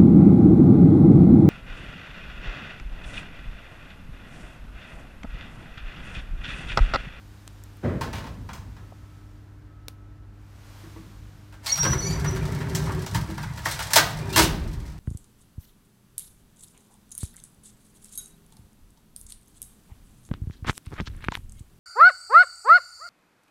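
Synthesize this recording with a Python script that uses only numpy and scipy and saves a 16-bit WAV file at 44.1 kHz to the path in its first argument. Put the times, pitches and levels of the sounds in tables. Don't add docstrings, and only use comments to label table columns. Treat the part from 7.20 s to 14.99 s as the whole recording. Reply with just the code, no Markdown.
import sys
import numpy as np
from scipy import signal
from scipy.fft import rfft, irfft, next_fast_len
from scipy.io import wavfile

SR = 44100
rng = np.random.default_rng(int(sys.argv[2]) if len(sys.argv) > 2 else 0)


def dump_mix(stems):
    frames = np.atleast_2d(stems).T
    limited = np.clip(frames, -1, 1)
    pcm = np.round(limited * 32767).astype(np.int16)
    wavfile.write(sys.argv[1], SR, pcm)


N = 343539
TIME = np.arange(N) / SR
BAND_EDGES = 25 * 2 ** np.arange(0, 9.7, 1 / 3)
BAND_HZ = np.sqrt(BAND_EDGES[1:] * BAND_EDGES[:-1])

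# (time [s], level [dB], bass [dB], treble [dB], rattle length [s], pitch that rings most [Hz])
GATE_KNOCKS = [(3.638, -55, 22, -5, 0.0096, 148), (3.76, -45, 13, -26, 0.02, 1090),
               (4.325, -46.5, -5, -5, 0.023, 1530), (4.461, -31, -29, 7.5, .019, 4400),
               (4.490, -35.5, -17, 6, 0.035, 4300), (4.575, -30, -19, 3.5, .02, 1490),
               (4.630, -25.5, 1, -1, .02, 4500), (4.649, -21.5, 7, -13.5, .012, 1200),
               (4.730, -26.5, -3, -12, 0.0049, 1380), (5.044, -26.5, -13, -10.5, .015, 1590),
               (5.160, -34.5, -3, -2, 0.0087, 1650), (5.405, -34.5, -18, -8, 0.014, 1670),
               (5.549, -32, -20, 10, 0.031, 6500), (5.670, -26, -9, -32, 0.034, 1090),
               (5.863, -37.5, -4, 2.5, 0.0019, 6550), (5.946, -27.5, 7, 3.5, 0.017, 935),
               (6.087, -51, 29.5, -5, .011, 110), (6.178, -29.5, -36, -10, 0.0028, 1710),
               (6.232, -34.5, -19, -6, 0.0021, 1810), (6.373, -38, -10, 1, 0.023, 1610),
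               (6.457, -20.5, -14, -5.5, .008, 1720), (6.510, -32.5, -16, 9, 0.0075, 1800),
               (6.591, -25.5, -23, -1.5, .02, 1650), (6.705, -32, -13, 3, .02, 984),
               (6.7335, -23.5, -23, 14.5, 0.0021, 5060), (6.758, -10, -14.5, 5, .008, 714),
               (6.769, -12, -9, 1.5, 0.0077, 1630), (7.127, -37, -4, 10.5, 0.035, 4000),
               (7.160, -16, -2, 6.5, 0.019, 990), (7.177, -10.5, 0, 2.5, .02, 328),
               (7.215, -22, -15, 8, 0.035, 2640)]
# (frequency [Hz], density [dB per Hz])
STEEL_COLOUR = [(35, -2), (100, 0), (160, 2), (230, -0.5), (330, -5), (470, -5), (620, -7.5), (950, -2),
                (1200, -4), (1600, -5), (2600, -10.5), (5000, -10.5), (9000, -19.5), (16000, -24.5)]
# (frequency [Hz], relative level [dB], t60 [s])
BAR_MODES = [(322.5, -0.5, 0.31), (629, -2.5, 0.16), (884, -13, 0.15), (951.5, -1.5, 0.3), (1430, -8, 0.19),
             (1586, 0, 0.28), (1730, -1, 0.13), (1850, -15, 0.22), (2183, -3, 0.12), (2920, -7.5, 0.23),
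             (3300, -18, 0.2), (4290, -2, 0.1), (5340, -10, 0.17), (6440, -19, .18), (8280, -7, 0.16)]
# (frequency [Hz], t60 [s])
SHAFT_T60 = [(60, 3.9), (150, 2.2), (400, 1.08), (1000, 0.54), (2800, 0.54), (7000, 0.37), (15000, 0.39)]

# (time [s], level [dB])
ROLLING_LEVEL = [(4.42, -50), (4.71, -21), (4.83, -33), (4.95, -24.5), (5.4, -26.5), (5.41, -28),
                 (5.85, -28), (5.86, -45.5), (5.97, -20), (6.07, -35), (6.1, -29.5), (6.16, -36.5),
                 (6.29, -33.5), (6.7, -38.5), (7.24, -25), (7.39, -34.5), (7.7, -32), (7.79, -39)]
REFERENCE_DB = -26
RUMBLE_DB, RUMBLE_FOLLOWS = -26.5, 1.02
RATTLE_DB, RATTLE_FOLLOWS = -41.5, 0.69
SCRAPE_DB, SCRAPE_FOLLOWS = -47.5, 0.33
PULL_S, PULL_LENGTH_S = 4.4, 2.85
# (frequency [Hz], width [Hz], relative level [dB])
FRAME_RESONANCES = [(64, 21, -3), (108.4, 35.5, 0), (151.8, 33, 1.5)]
# (frequency [Hz], width [Hz], relative level [dB])
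TRACK_RESONANCES = [(262, 78, -4), (385, 31.5, 1), (344, 480, -3.5)]
# (time [s], length [s], level [dB])
FREE_RUNS = [(4.635, 1.18, -36.5), (6.958, 0.28, -38)]
# (time [s], length [s], scrape level [dB])
JOINT_BINDS = [(4.424, 0.15, -44), (4.632, 0.31, -45), (5.545, 0.14, -43.5), (6.426, 0.35, -40)]

# (time [s], length [s], starting pitch [Hz], level of a 0 dB harmonic [dB])
ROLLER_SQUEALS = [(4.475, .03, 5620, -36), (4.517, 0.035, 5685, -19), (4.582, 0.036, 5660, -24.5),
                  (4.63, .04, 5780, -33), (4.67, 0.071, 5895, -25), (4.762, 0.034, 5875, -36),
                  (4.82, 0.048, 5884, -29.5), (4.925, 0.03, 5900, -39.5), (5.06, .03, 5885, -37)]
# (time [s], length [s], starting pitch [Hz], level of a 0 dB harmonic [dB])
ROLLER_GROANS = [(4.478, 0.031, 2186, -33), (4.805, 0.098, 2233, -38)]
# (time [s], length [s], starting pitch [Hz], level of a 0 dB harmonic [dB])
HINGE_CHIRPS = [(7.088, 0.022, 1200, -41), (7.128, 0.027, 1335, -33)]

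# (frequency [Hz], density [dB per Hz])
THUD_COLOUR = [(30, -13), (82, 5), (186, -3.5), (224, -0.5), (340, -7.5), (520, -11.5), (640, -7.5),
               (760, -24), (1630, -23), (2400, -36), (8000, -56), (16000, -75)]
# (time [s], level [dB], bass [dB], treble [dB], rattle length [s], pitch that rings most [Hz])
GEAR_CLACKS = [(0.810, -29.5, -1, -6, 0.0069, 885), (0.930, -33.5, -0.5, -5.5, 0.0055, 3300),
               (0.955, -37.5, 2.5, -4, 0.028, 2400), (1.04, -39, -1, -9, 0.043, 960),
               (1.289, -36.5, -23, -14.5, 0.0033, 976), (1.332, -44, 2, 3.5, 0.003, 2900),
               (1.565, -47.5, 0, -13, 0.0051, 1030)]
# (frequency [Hz], relative level [dB], t60 [s])
GEAR_MODES = [(564, -1, 0.55), (918, 1, 0.14), (1060, 1, 0.33), (1795, -2, .3), (2430, -1, 0.19),
              (2880, 2, 0.21), (3380, 0, 0.27)]
# (time [s], level before the band-pass [dB], lowest [Hz], highest [Hz], decay [s])
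TICK_BANDS = [(0.2774, -30, 398, 9800, 0.00086), (0.438, -32, 5500, 12900, 0.00045),
              (0.570, -46, 8000, 15000, .001), (1.722, -24, 444, 870, 0.0035),
              (2.684, -23, 9200, 15500, 0.00043), (2.6832, -18, 200, 5800, 0.00075)]

# (time [s], level before HISS_GAIN_DB [dB])
HISS_LEVEL = [(1.15, -64), (1.97, -67.5), (2.5, -75), (3.09, -75.5), (3.46, -61), (3.61, -58),
              (4.03, -64.5), (4.3, -66)]
HISS_GAIN_DB = 5
# (frequency [Hz], density [dB per Hz])
HISS_COLOUR = [(350, -12), (600, -7), (1070, -5), (2040, -10), (5950, -15), (10500, -21.5), (15000, -21.5),
               (16000, -39)]
# (time [s], length [s], starting pitch [Hz], level [dB])
WHINES = [(1.55, 0.38, 1288, -67.5), (2.45, 0.37, 1285, -66.5)]
# (frequency [Hz], mean level [dB])
MAINS_HUM = [(100.3, -48.5), (200.5, -64.5), (300.9, -61), (401, -74)]
# (frequency [Hz], relative density [dB])
AIR_COLOUR = [(15, -58), (25, -53), (43, 6.5), (102, -11), (153, -7.5), (170, -21.5), (206, -17.5),
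              (263, -18), (301, -17), (326, -19.5), (405, -25), (1230, -32), (1330, -32), (1480, -29.5),
              (16000, -78)]
AIR_DB = -48.5


def gate_knocks(bars):
    return knocks(GATE_KNOCKS, bars, bounce=0.54, ring_db=5.5)


def knocks(blows, parts, bounce, ring_db, ring_octaves=0.24, bass_hz=480, treble_hz=3200):
    out = np.zeros(N)
    bass = 1 / (1 + (BAND_HZ / bass_hz) ** 8)
    treble = 1 / (1 + (treble_hz / BAND_HZ) ** 3)
    for k, (s, db, bass_db, treble_db, rattle_s, ring_hz) in enumerate(blows):
        ringing = np.exp(-(np.log2(BAND_HZ / ring_hz) / ring_octaves) ** 2)
        gains = from_db(db + bass_db * bass + treble_db * treble + ring_db * ringing)
        delays = np.append(0, rng.random(size=4)) * abs(rattle_s)
        forces = np.append(1, bounce * rng.uniform(0.81, 1.41, size=4))
        forces /= np.linalg.norm(forces)
        pair = gains @ parts[k % len(parts)], gains @ parts[(k + 1) % len(parts)]
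        for j, (delay, force) in enumerate(zip(delays, forces)):
            add(out, s + delay, force * pair[j % 2])
    return out


def steel_response(modes, body_t60, shaft_db, crack_db, modes_db, crack_s=0.0021, scatter_db=2):
    t = TIME[:SR]
    bands = noise_bands(STEEL_COLOUR, t)
    echo = from_db(shaft_db - 60 * t / at_hz(SHAFT_T60, BAND_HZ)[:, None])
    body = from_db(-60 * t / body_t60)
    crack = from_db(crack_db) * np.exp(-t / crack_s)
    bands *= np.hypot(body + crack, echo)
    for (hz, db, t60), (strength, sign) in zip(modes, rng.standard_normal((len(modes), 2))):
        decay = from_db(modes_db + db + scatter_db * strength - 60 * t / t60)
        nearest = np.argmin(abs(np.log(BAND_HZ / hz)))
        bands[nearest] += np.sign(sign) * 2 * decay * np.sin(2 * np.pi * hz * t)
    return bands


def sliding(bars, bind_rattle_db=-3):
    rolling_db = in_time(ROLLING_LEVEL) - REFERENCE_DB
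    binding = sum(from_db(db) * swell(s, length_s, attack_s=0.027, release_t60=0.37)
                  for s, length_s, db in JOINT_BINDS)
    drone = sum(from_db(db) * swell(s, length_s, attack_s=0.084, release_t60=0.67)
                for s, length_s, db in FREE_RUNS)
    rumble = swell(PULL_S, PULL_LENGTH_S, attack_s=0.26, release_t60=6)
    rumble *= from_db(RUMBLE_DB + RUMBLE_FOLLOWS * rolling_db)
    rattle = swell(PULL_S, PULL_LENGTH_S, attack_s=0.037, release_t60=3.5)
    rattle *= from_db(RATTLE_DB + RATTLE_FOLLOWS * rolling_db)
    scrape = swell(PULL_S, PULL_LENGTH_S, attack_s=0.12, release_t60=2.7)
    scrape *= from_db(SCRAPE_DB + SCRAPE_FOLLOWS * rolling_db)
    rattle = np.hypot(rattle, from_db(bind_rattle_db) * binding)
    scrape = np.hypot(scrape, binding)
    rattling = chatter(bars, per_s=150, spread_db=0.5, low_hz=530, high_hz=2487, ping_db=-1, ping_t60=0.11)
    scraping = chatter(bars, per_s=150, spread_db=5.5, low_hz=3300, high_hz=14800, ping_db=-12, ping_t60=0.05)
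    return (rumble * resonant(FRAME_RESONANCES) + drone * resonant(TRACK_RESONANCES)
            + rattle * rattling + scrape * scraping)


def chatter(bars, per_s, spread_db, low_hz, high_hz, ping_db, ping_t60):
    t, out = TIME[:SR // 4], np.zeros(N)
    taps = [rms_one(band(bar.sum(axis=0)[:len(t)], low_hz, high_hz)) for bar in bars]
    ping = from_db(ping_db) * rms_one(from_db(-60 * t / ping_t60))
    contacts = rng.random((int(per_s * (TIME[-1] - PULL_S)), 3))
    for k, (when, size, pitch) in enumerate(contacts):
        hz = low_hz * (high_hz / low_hz) ** pitch
        force = from_db(spread_db * min(-np.log(1 - size), 3))
        contact = taps[k % len(taps)] + ping * np.sin(2 * np.pi * hz * t)
        add(out, PULL_S + (k + when) / per_s, force * contact)
    return out / np.std(out[TIME > PULL_S])


def roller_squeals():
    high = squeal(ROLLER_SQUEALS, [0, -32], attack_s=0.0087, release_t60=0.084, rise_hz_per_s=110,
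                  waver=0.0027, flutter_db=3.0, wet=0.72)
    low = squeal(ROLLER_GROANS, [-5, 1.5, -5.5, -15.5, -16], attack_s=0.022, release_t60=0.21,
                 rise_hz_per_s=640, waver=0.0105, flutter_db=2.5, wet=0.71)
    return high + low


def hinge():
    return squeal(HINGE_CHIRPS, [-12, 0, -4], attack_s=0.012, release_t60=0.05, rise_hz_per_s=900,
                  waver=0.018, flutter_db=4, wet=0.7)


def squeal(spurts, harmonics_db, attack_s, release_t60, rise_hz_per_s, waver, flutter_db, wet, echo_t60=0.34):
    wobble = 1 + waver * (drift(60) + drift(500))
    partials = [from_db(db + flutter_db * drift(70)) for db in harmonics_db]
    tone = np.zeros(N)
    for s, length_s, hz, db in spurts:
        now = (TIME > s) & (TIME < s + length_s + release_t60)
        pitch_hz = (hz + rise_hz_per_s * (TIME[now] - s)) * wobble[now]
        phase = 2 * np.pi * np.cumsum(pitch_hz) / SR
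        wave = sum(gain[now] * np.sin((k + 1) * phase) for k, gain in enumerate(partials))
        envelope = swell(s, length_s, attack_s, release_t60, TIME[now])
        tone[now] += np.sqrt(2) * from_db(db) * envelope * wave
    echo = rng.standard_normal(SR // 2) * from_db(-60 * TIME[:SR // 2] / echo_t60)
    smeared = signal.oaconvolve(tone, echo / np.linalg.norm(echo))[:N]
    return (tone + wet * smeared) / np.hypot(1, wet)


def sway():
    envelope = swell(7.17, length_s=0.14, attack_s=0.069, release_t60=3.4)
    return from_db(-29.5) * envelope * resonant([(40.0, 17, 0), (67, 26, 0.5)])


def thud(rise_s=0.025, hold_s=0.054, body_t60=0.7, shaft_db=-8, linger=1.39):
    t = TIME[:SR * 2]
    late = np.maximum(t - hold_s, 0)
    echo_t60 = linger * at_hz(SHAFT_T60, BAND_HZ)[:, None]
    echo = from_db(shaft_db - 60 * late / echo_t60)
    envelope = np.minimum(t / rise_s, 1) * np.hypot(from_db(-60 * late / body_t60), echo)
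    out = np.zeros(N)
    add(out, 0.624, from_db(-23.5) * (noise_bands(THUD_COLOUR, t) * envelope).sum(axis=0))
    return out


def gear_clacks():
    gear = [steel_response(GEAR_MODES, body_t60=0.21, shaft_db=-3.5, crack_db=3.5, modes_db=-18.0)
            for _ in range(3)]
    return knocks(GEAR_CLACKS, gear, bounce=0.48, ring_db=4)


def ticks(tail_db=-32, tail_s=0.028):
    t, out = TIME[:SR // 5], np.zeros(N)
    for s, db, low_hz, high_hz, decay_s in TICK_BANDS:
        envelope = np.exp(-t / decay_s) + from_db(tail_db) * np.exp(-t / tail_s)
        snap = rng.standard_normal(len(t)) * envelope
        add(out, s, from_db(db) * band(snap, low_hz, high_hz))
    return out


def soft_hiss():
    return from_db(in_time(HISS_LEVEL) + HISS_GAIN_DB) * coloured(HISS_COLOUR)


def building(waver_db=1):
    hum = sum(from_db(db + waver_db * drift(5.4)) * np.sin(2 * np.pi * (hz * TIME + rng.random()))
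              for hz, db in MAINS_HUM)
    whine = squeal(WHINES, [0], attack_s=0.059, release_t60=2.1, rise_hz_per_s=44,
                   waver=0.0025, flutter_db=1.0, wet=0.2)
    return np.sqrt(2) * hum + whine + from_db(AIR_DB) * coloured(AIR_COLOUR)


def from_db(db):
    return np.exp(np.asarray(db) * np.log(10) / 20)


def rms_one(x):
    return x / np.sqrt(np.mean(x ** 2) + 1e-20)


def in_time(rows):
    return np.interp(TIME, *np.transpose(rows))


def at_hz(points, hz):
    points = np.array(points)
    return np.interp(np.log(hz), np.log(points[:, 0]), points[:, 1])


def add(out, s, sound):
    i = int(s * SR)
    out[i:i + len(sound)] += sound[:max(N - i, 0)]


def band(x, low_hz, high_hz):
    edges = [low_hz, min(high_hz, SR * 9 / 20)]
    return signal.sosfilt(signal.butter(2, edges, "band", fs=SR, output="sos"), x)


def swell(start_s, length_s, attack_s, release_t60, t=TIME):
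    age = t - start_s
    return np.clip(age / attack_s, 0, 1) * from_db(-60 * np.clip((age - length_s) / release_t60, 0, 2))


def drift(rate):
    knots = rng.standard_normal(int(N / SR * rate) + 2)
    return rms_one(np.interp(TIME * rate, np.arange(len(knots)), knots))


def coloured(spectrum):
    size = next_fast_len(N)
    hz = np.fft.rfftfreq(size, 1 / SR) + 1
    shaped = rfft(rng.standard_normal(size)) * from_db(at_hz(spectrum, hz))
    return rms_one(irfft(shaped, size)[:N])


def resonant(modes):
    return rms_one(sum(
        from_db(db) * rms_one(band(rng.standard_normal(N), max(hz - width / 2, 15), hz + width / 2))
        for hz, width, db in modes))


def noise_bands(spectrum, t):
    white = rng.standard_normal((2, len(t)))
    bands = np.array([band(white[k % 2], BAND_EDGES[k], BAND_EDGES[k + 1]) * from_db(at_hz(spectrum, hz))
                      for k, hz in enumerate(BAND_HZ)])
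    return bands / np.std(bands.sum(axis=0))


def scene():
    bars = [steel_response(BAR_MODES, body_t60=0.15, shaft_db=-11.5, crack_db=1.5, modes_db=-19.0)
            for _ in range(4)]
    gate = gate_knocks(bars) + sliding(bars) + roller_squeals() + hinge()
    lift = sway() + thud() + gear_clacks()
    return (gate + lift + ticks() + soft_hiss() + building())[None]


def record(dry):
    high_pass = signal.butter(4, 28, "high", fs=SR, output="sos")
    heard = signal.sosfilt(high_pass, dry)
    low_pass = signal.ellip(10, 0.1, 90, 15900, fs=SR, output="sos")
    return signal.sosfilt(low_pass, 1.198 * np.tanh(heard / 1.2))


dry = scene()
out = record(dry)
dump_mix(out)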